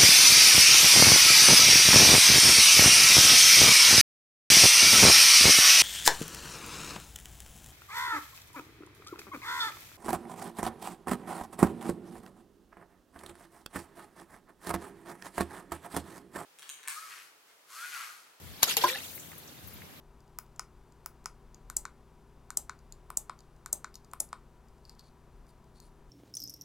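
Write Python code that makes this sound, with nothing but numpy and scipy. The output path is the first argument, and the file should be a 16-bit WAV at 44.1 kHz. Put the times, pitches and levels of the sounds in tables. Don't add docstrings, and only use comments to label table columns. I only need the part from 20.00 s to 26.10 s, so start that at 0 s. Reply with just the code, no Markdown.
import sys
import numpy as np
from scipy import signal
from scipy.fft import rfft, irfft
from scipy.io import wavfile

SR = 44100
rng = np.random.default_rng(int(sys.argv[2]) if len(sys.argv) > 2 else 0)


def materialize(psi):
    bounded = np.clip(np.atleast_2d(psi).T, -1, 1)
    quanta = np.round(bounded * 32767).astype(np.int16)
    wavfile.write(sys.argv[1], SR, quanta)


N = 268877


def from_db(db):
    return 10 ** (np.asarray(db) / 20)


def rms_one(x):
    return x / np.sqrt(np.mean(x ** 2) + 1e-20)


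def colour(x, spectrum):
    hz, db = np.transpose(spectrum)
    bins = np.maximum(np.fft.rfftfreq(len(x), 1 / SR), 1)
    gain = from_db(np.interp(np.log(bins), np.log(hz), db))
    return irfft(rfft(x) * gain, len(x))


def resonate(x, modes, tilt_db=0, pivot_hz=1000):
    out = 0
    for k, (hz, width_hz, db) in enumerate(modes):
        radius = np.exp(-np.pi * width_hz / SR)
        level = from_db(db + tilt_db * np.log2(hz / pivot_hz))
        gain = (-1) ** k * level * (1 - radius * radius) / 2
        poles = [1, -2 * radius * np.cos(2 * np.pi * hz / SR), radius * radius]
        out = out + signal.lfilter([gain, 0, -gain], poles, x + 1e-18)
    return out


def add(out, start_s, sound):
    at = round(start_s * SR)
    out[at:at + len(sound)] += sound[:N - at]


def wander(per_s):
    knots = rng.standard_normal(200)
    return np.interp(np.arange(N) / SR * per_s, np.arange(len(knots)), knots)


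def background(waver_rad=0.17, wavers_per_s=4.2, air_db=-61.5, rumble_db=-62.5, swell_s=0.21):
    # pitch_hz, rms level_db
    tones = [(60, -64.5), (120, -70), (152, -68), (220.7, -74.5), (240, -75.5), (360, -74), (399.3, -73),
             (608, -90.5), (759, -84.5), (974.4, -77.5)]
    # frequency_hz, density_db
    air = [(20, -6.5), (55, -9.5), (80, -15.5), (130, -17), (220, -16.5), (300, -18.5), (400, -17.5),
           (550, -22.5), (1000, -21), (1400, -27), (2000, -34), (4000, -39.5), (8000, -42), (16000, -45.5)]
    # pitch_hz, width_hz, level_db
    boom = [(35.3, 5.2, 0)]
    # peak_s, rise_db
    swells = [(1.609, 7), (2.98, 6.5), (5.359, 5), (6.0, 3.5)]
    t = np.arange(N) / SR
    out = from_db(air_db) * rms_one(colour(rng.standard_normal(N), air))
    swell_db = sum(db * np.exp(-((t - peak_s) / swell_s) ** 2) for peak_s, db in swells)
    rumble = resonate(rng.standard_normal(N + SR), boom)[SR:]
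    out += from_db(rumble_db + swell_db) * rms_one(rumble)
    for hz, db in tones:
        phase = rng.uniform(0, 2 * np.pi) + waver_rad * wander(wavers_per_s)
        out += np.sqrt(2) * from_db(db) * np.sin(2 * np.pi * hz * t + phase)
    return out


def room(x, gap_s=0.0011, build_s=0.004, split_hz=2500, t60_s=0.16, low_t60_s=0.22):
    # frequency_hz, level_db
    tail_spectrum = [(200, 1.5), (800, -11), (1400, -11), (3000, -5), (4500, -8.5), (5300, -15.5),
                     (6200, -13.5), (7500, -16.5), (9200, -10), (12000, -11), (16000, -16)]
    t = np.arange(SR // 2) / SR
    noise = colour(rng.standard_normal(len(t)), tail_spectrum)
    low = signal.sosfiltfilt(signal.butter(2, split_hz, fs=SR, output="sos"), noise)
    onset = np.clip((t - gap_s) / build_s, 0, 1)
    tail = 0
    for band, decay_s in ((low, low_t60_s), (noise - low, t60_s)):
        fade = onset * np.exp(-np.log(1000) * t / decay_s)
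        tail = tail + band * fade / np.linalg.norm(fade)
    return signal.fftconvolve(x, tail)[:N]


def tick(favoured_hz, scuff_s=0.0013, focus_db=10, focus_octaves=.3):
    # pitch_hz, width_hz, level_db
    fob_modes = [(4724, 560, 3), (6690, 730, 1), (7190, 680, 3.5), (8430, 800, -0.5), (10240, 3100, -6.5),
                 (14220, 1400, -4)]
    t = np.arange(SR // 50) / SR
    scuff = rng.standard_normal(len(t)) * np.exp(-t / scuff_s)
    modes = []
    for hz, width_hz, db in fob_modes:
        octaves_off = np.log2(hz / favoured_hz)
        loss_db = focus_db * (1 - np.exp(-(octaves_off / focus_octaves) ** 2))
        modes.append((hz, width_hz, db - loss_db))
    return resonate(scuff / np.linalg.norm(scuff), modes)


def handling(slips_per_s=2500, spread_db=5.0, faint_per_s=2.2, faint_db=-33, faint_spread_db=3, faint_hz=6140):
    # start_s, level_db, favoured pitch_hz
    clear_ticks = [(.561, -23, 6700), (.922, -29.5, 6900), (1.242, -26, 7000), (1.545, -18.5, 6400),
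                   (2.79, -28, 6000), (2.9232, -11.5, 7240), (3.39, -22, 5670), (3.405, -23, 5800),
                   (3.942, -17.5, 4940), (3.9548, -8, 5700), (4.046, -22.5, 6000), (4.114, -22.5, 6570),
                   (4.289, -22.5, 8200), (4.852, -25, 4400), (4.895, -15, 5100), (4.994, -17, 4400),
                   (5.492, -30, 4400), (5.801, -15.5, 6330)]
    # start_s, length_s, level_db, tilt_db_per_octave
    rubs = [(3.94, 0.026, -42.5, 8), (4.826, 0.13, -45.5, -3), (4.983, 0.033, -38, -7.5),
            (5.023, 0.077, -43, -4), (5.473, 0.045, -50, 7), (5.74, 0.056, -44, -0.5),
            (5.798, 0.098, -46, 4)]
    # pitch_hz, width_hz, level_db
    rub_modes = [(3280, 840, -20), (4400, 330, -1.5), (7200, 1600, -12.5), (9650, 810, -8.5),
                 (14000, 1400, -21)]
    out = np.zeros(N)
    for start_s, db, hz in clear_ticks:
        add(out, start_s, from_db(db) * tick(hz))

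    faint_levels = from_db(faint_db + faint_spread_db * rng.standard_normal(N))
    faint = (rng.random(N) < faint_per_s / SR) * faint_levels
    out += signal.fftconvolve(faint, tick(faint_hz))[:N]

    slip_sizes = from_db(spread_db * rng.standard_normal(N)) * rng.choice([-1, 1], N)
    slips = (rng.random(N) < slips_per_s / SR) * slip_sizes
    for start_s, length_s, db, tilt_db in rubs:
        stroke = slips[round(start_s * SR):round((start_s + length_s) * SR)]
        pressure = from_db(db) * signal.windows.tukey(len(stroke), .5)
        add(out, start_s, resonate(stroke * pressure, rub_modes, tilt_db, pivot_hz=4500))
    return out


def lesser_impacts(unevenness=.15, count=4, bounce_gap_s=.00047, bounce_loss_db=2.5):
    bounces = [(k * bounce_gap_s, -k * bounce_loss_db) for k in range(1, count + 1)]
    impacts = [
        (-.0023, -16.5),
        (-.0005, -9),
        *bounces,
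        (.0037, -9.5)]
    return [(s * (1 + unevenness * rng.uniform(-1, 1)), db) for s, db in impacts]


def relays(detune=0.045, rattle_db=-25.5, rattle_s=0.0023, spring_width_hz=170,
           board_rattle_db=-28, board_rattle_s=0.024):
    # start_s, level_db, tilt_db_per_octave, board thump_db, spring_hz, spring_db
    clacks = [(1.7674, -1.7, -0.4, -6, 8770, -15), (2.5722, -0.5, 0.4, 0, 7800, 0.5),
              (3.1722, -2, 2.5, -2.5, 8500, 7), (3.729, -2, 2.3, 0.5, 6620, 0),
              (4.2027, -2.5, 0.1, -2.5, 10800, 11.5)]
    # pitch_hz, width_hz, level_db
    frame_modes = [(2283, 170, -20.5), (3433, 410, -14), (3520, 1200, -15), (4520, 370, -13),
                   (4984, 490, -3.5), (6210, 590, 2.5), (7050, 470, 10.5), (8030, 880, 10),
                   (8780, 1100, -1.5), (9430, 310, -1.6), (10880, 310, 3), (12850, 770, -0.5),
                   (15190, 1200, -6)]
    # pitch_hz, width_hz, level_db
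    board_modes = [(200, 40, -15), (322, 90, -9), (480, 80, -10), (700, 250, -5.5), (890, 31, -5.5),
                   (1121, 420, -30.5), (1426, 210, -22.5)]
    out, t = np.zeros(N), np.arange(SR // 12) / SR
    snap = signal.unit_impulse(len(t))
    for start_s, db, tilt_db, thump_db, spring_hz, spring_db in clacks:
        rattle = from_db(rattle_db) * rng.standard_normal(len(t)) * np.exp(-t / rattle_s)
        add(out, start_s, from_db(db) * resonate(snap + rattle, frame_modes, tilt_db, pivot_hz=7500))
        add(out, start_s, resonate(snap, [(spring_hz, spring_width_hz, spring_db)]))
        jiggle = from_db(board_rattle_db) * rng.standard_normal(len(t)) * np.exp(-t / board_rattle_s)
        add(out, start_s, from_db(thump_db) * resonate(snap + jiggle, board_modes))
        for offset_s, impact_db in lesser_impacts():
            modes = [(hz * np.exp(detune * rng.standard_normal()), width_hz, level_db)
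                     for hz, width_hz, level_db in frame_modes]
            impact = resonate(snap, modes, tilt_db, pivot_hz=7500)
            add(out, start_s + offset_s, from_db(db + impact_db) * impact)
    return out


def buttons():
    # down_s, up_s, button, strength_db, hardness (factor on the contact cut-off)
    presses = [(0.3874, 0.5948, "C", 0, 0.99), (1.0603, 1.2584, "C", -0.6, 0.99),
               (1.6998, 1.8532, "B", -0.6, 1.1), (2.5044, 2.6953, "B", 0.5, 0.96),
               (3.103, 3.2962, "A", -0.5, .96), (3.6607, 3.8447, "B", -0.2, 1),
               (4.1347, 4.3293, "A", -0.4, 1.07)]
    case_modes = {"A": [(725, 370, -8.5), (1039, 166, 5.5), (1238, 270, 3.5), (1494, 170, -3.5),
                  (1700, 130, -17), (2220, 650, -14)], "B": [(806, 390, -6.5), (882, 330, 0),
                  (1150, 430, 0), (1502, 130, 1), (1672, 130, -11), (2128, 520, -12)],
                  "C": [(804, 233, -4.5), (1004, 172, 0.5), (1252, 184, 3), (1488, 115, -2),
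                  (1775, 75, -15), (2070, 680, -10.5)]}
    dome_modes = { "A": [(3640, 1420, -12.5), (5300, 410, -7), (7400, 810, -4.5), (8700, 410, 2),
                  (10850, 1100, -3.5), (14400, 2300, -8)], "B": [(3897, 830, -11), (5600, 1100, -6.5),
                  (7120, 620, 2), (8640, 850, -2), (10930, 1000, -4.5), (13460, 1200, 0.5)],
                  "C": [(5170, 420, 2), (6850, 400, 0.5), (7800, 240, 1.5), (10380, 320, 2.5),
                  (11400, 1300, -4.5), (15700, 670, 14)]}
    down_feel = {"A": (-1, -11, 18500), "B": (-1.5, -7, 10600), "C": (-3.5, -8.5, 14500)}
    up_feel = {"A": (3.65, -4, 6230), "B": (4.3, -4, 6340), "C": (2, -0.74, 8100)}
    out, snap = np.zeros(N), signal.unit_impulse(SR // 20)
    for down_s, up_s, key, db, hardness in presses:
        for start_s, feel in ((down_s, down_feel[key]), (up_s, up_feel[key])):
            case_db, dome_db, contact_hz = feel
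            cutoff_hz = min(hardness * contact_hz, SR / 2 - 1000)
            contact = signal.lfilter(*signal.butter(3, cutoff_hz, fs=SR), snap)
            knock = from_db(db + case_db) * resonate(snap, case_modes[key])
            ring = from_db(db + dome_db) * resonate(contact, dome_modes[key])
            add(out, start_s, knock + ring)
    return out


def scene(pan_db=1.54, left_lag_s=2.02e-5):
    fob, board = buttons() + handling(), relays()
    right = fob + room(fob) + board + room(board) + background()
    lag = np.exp(-2j * np.pi * np.fft.rfftfreq(N, 1 / SR) * left_lag_s)
    left = irfft(rfft(right) * lag, N)
    return np.array([left * from_db(pan_db), right * from_db(-pan_db)])


def record(dry, cutoff_hz=16200):
    return signal.sosfilt(signal.ellip(10, .1, 70, cutoff_hz, fs=SR, output="sos"), dry)


dry = scene()
out = record(dry)
materialize(out)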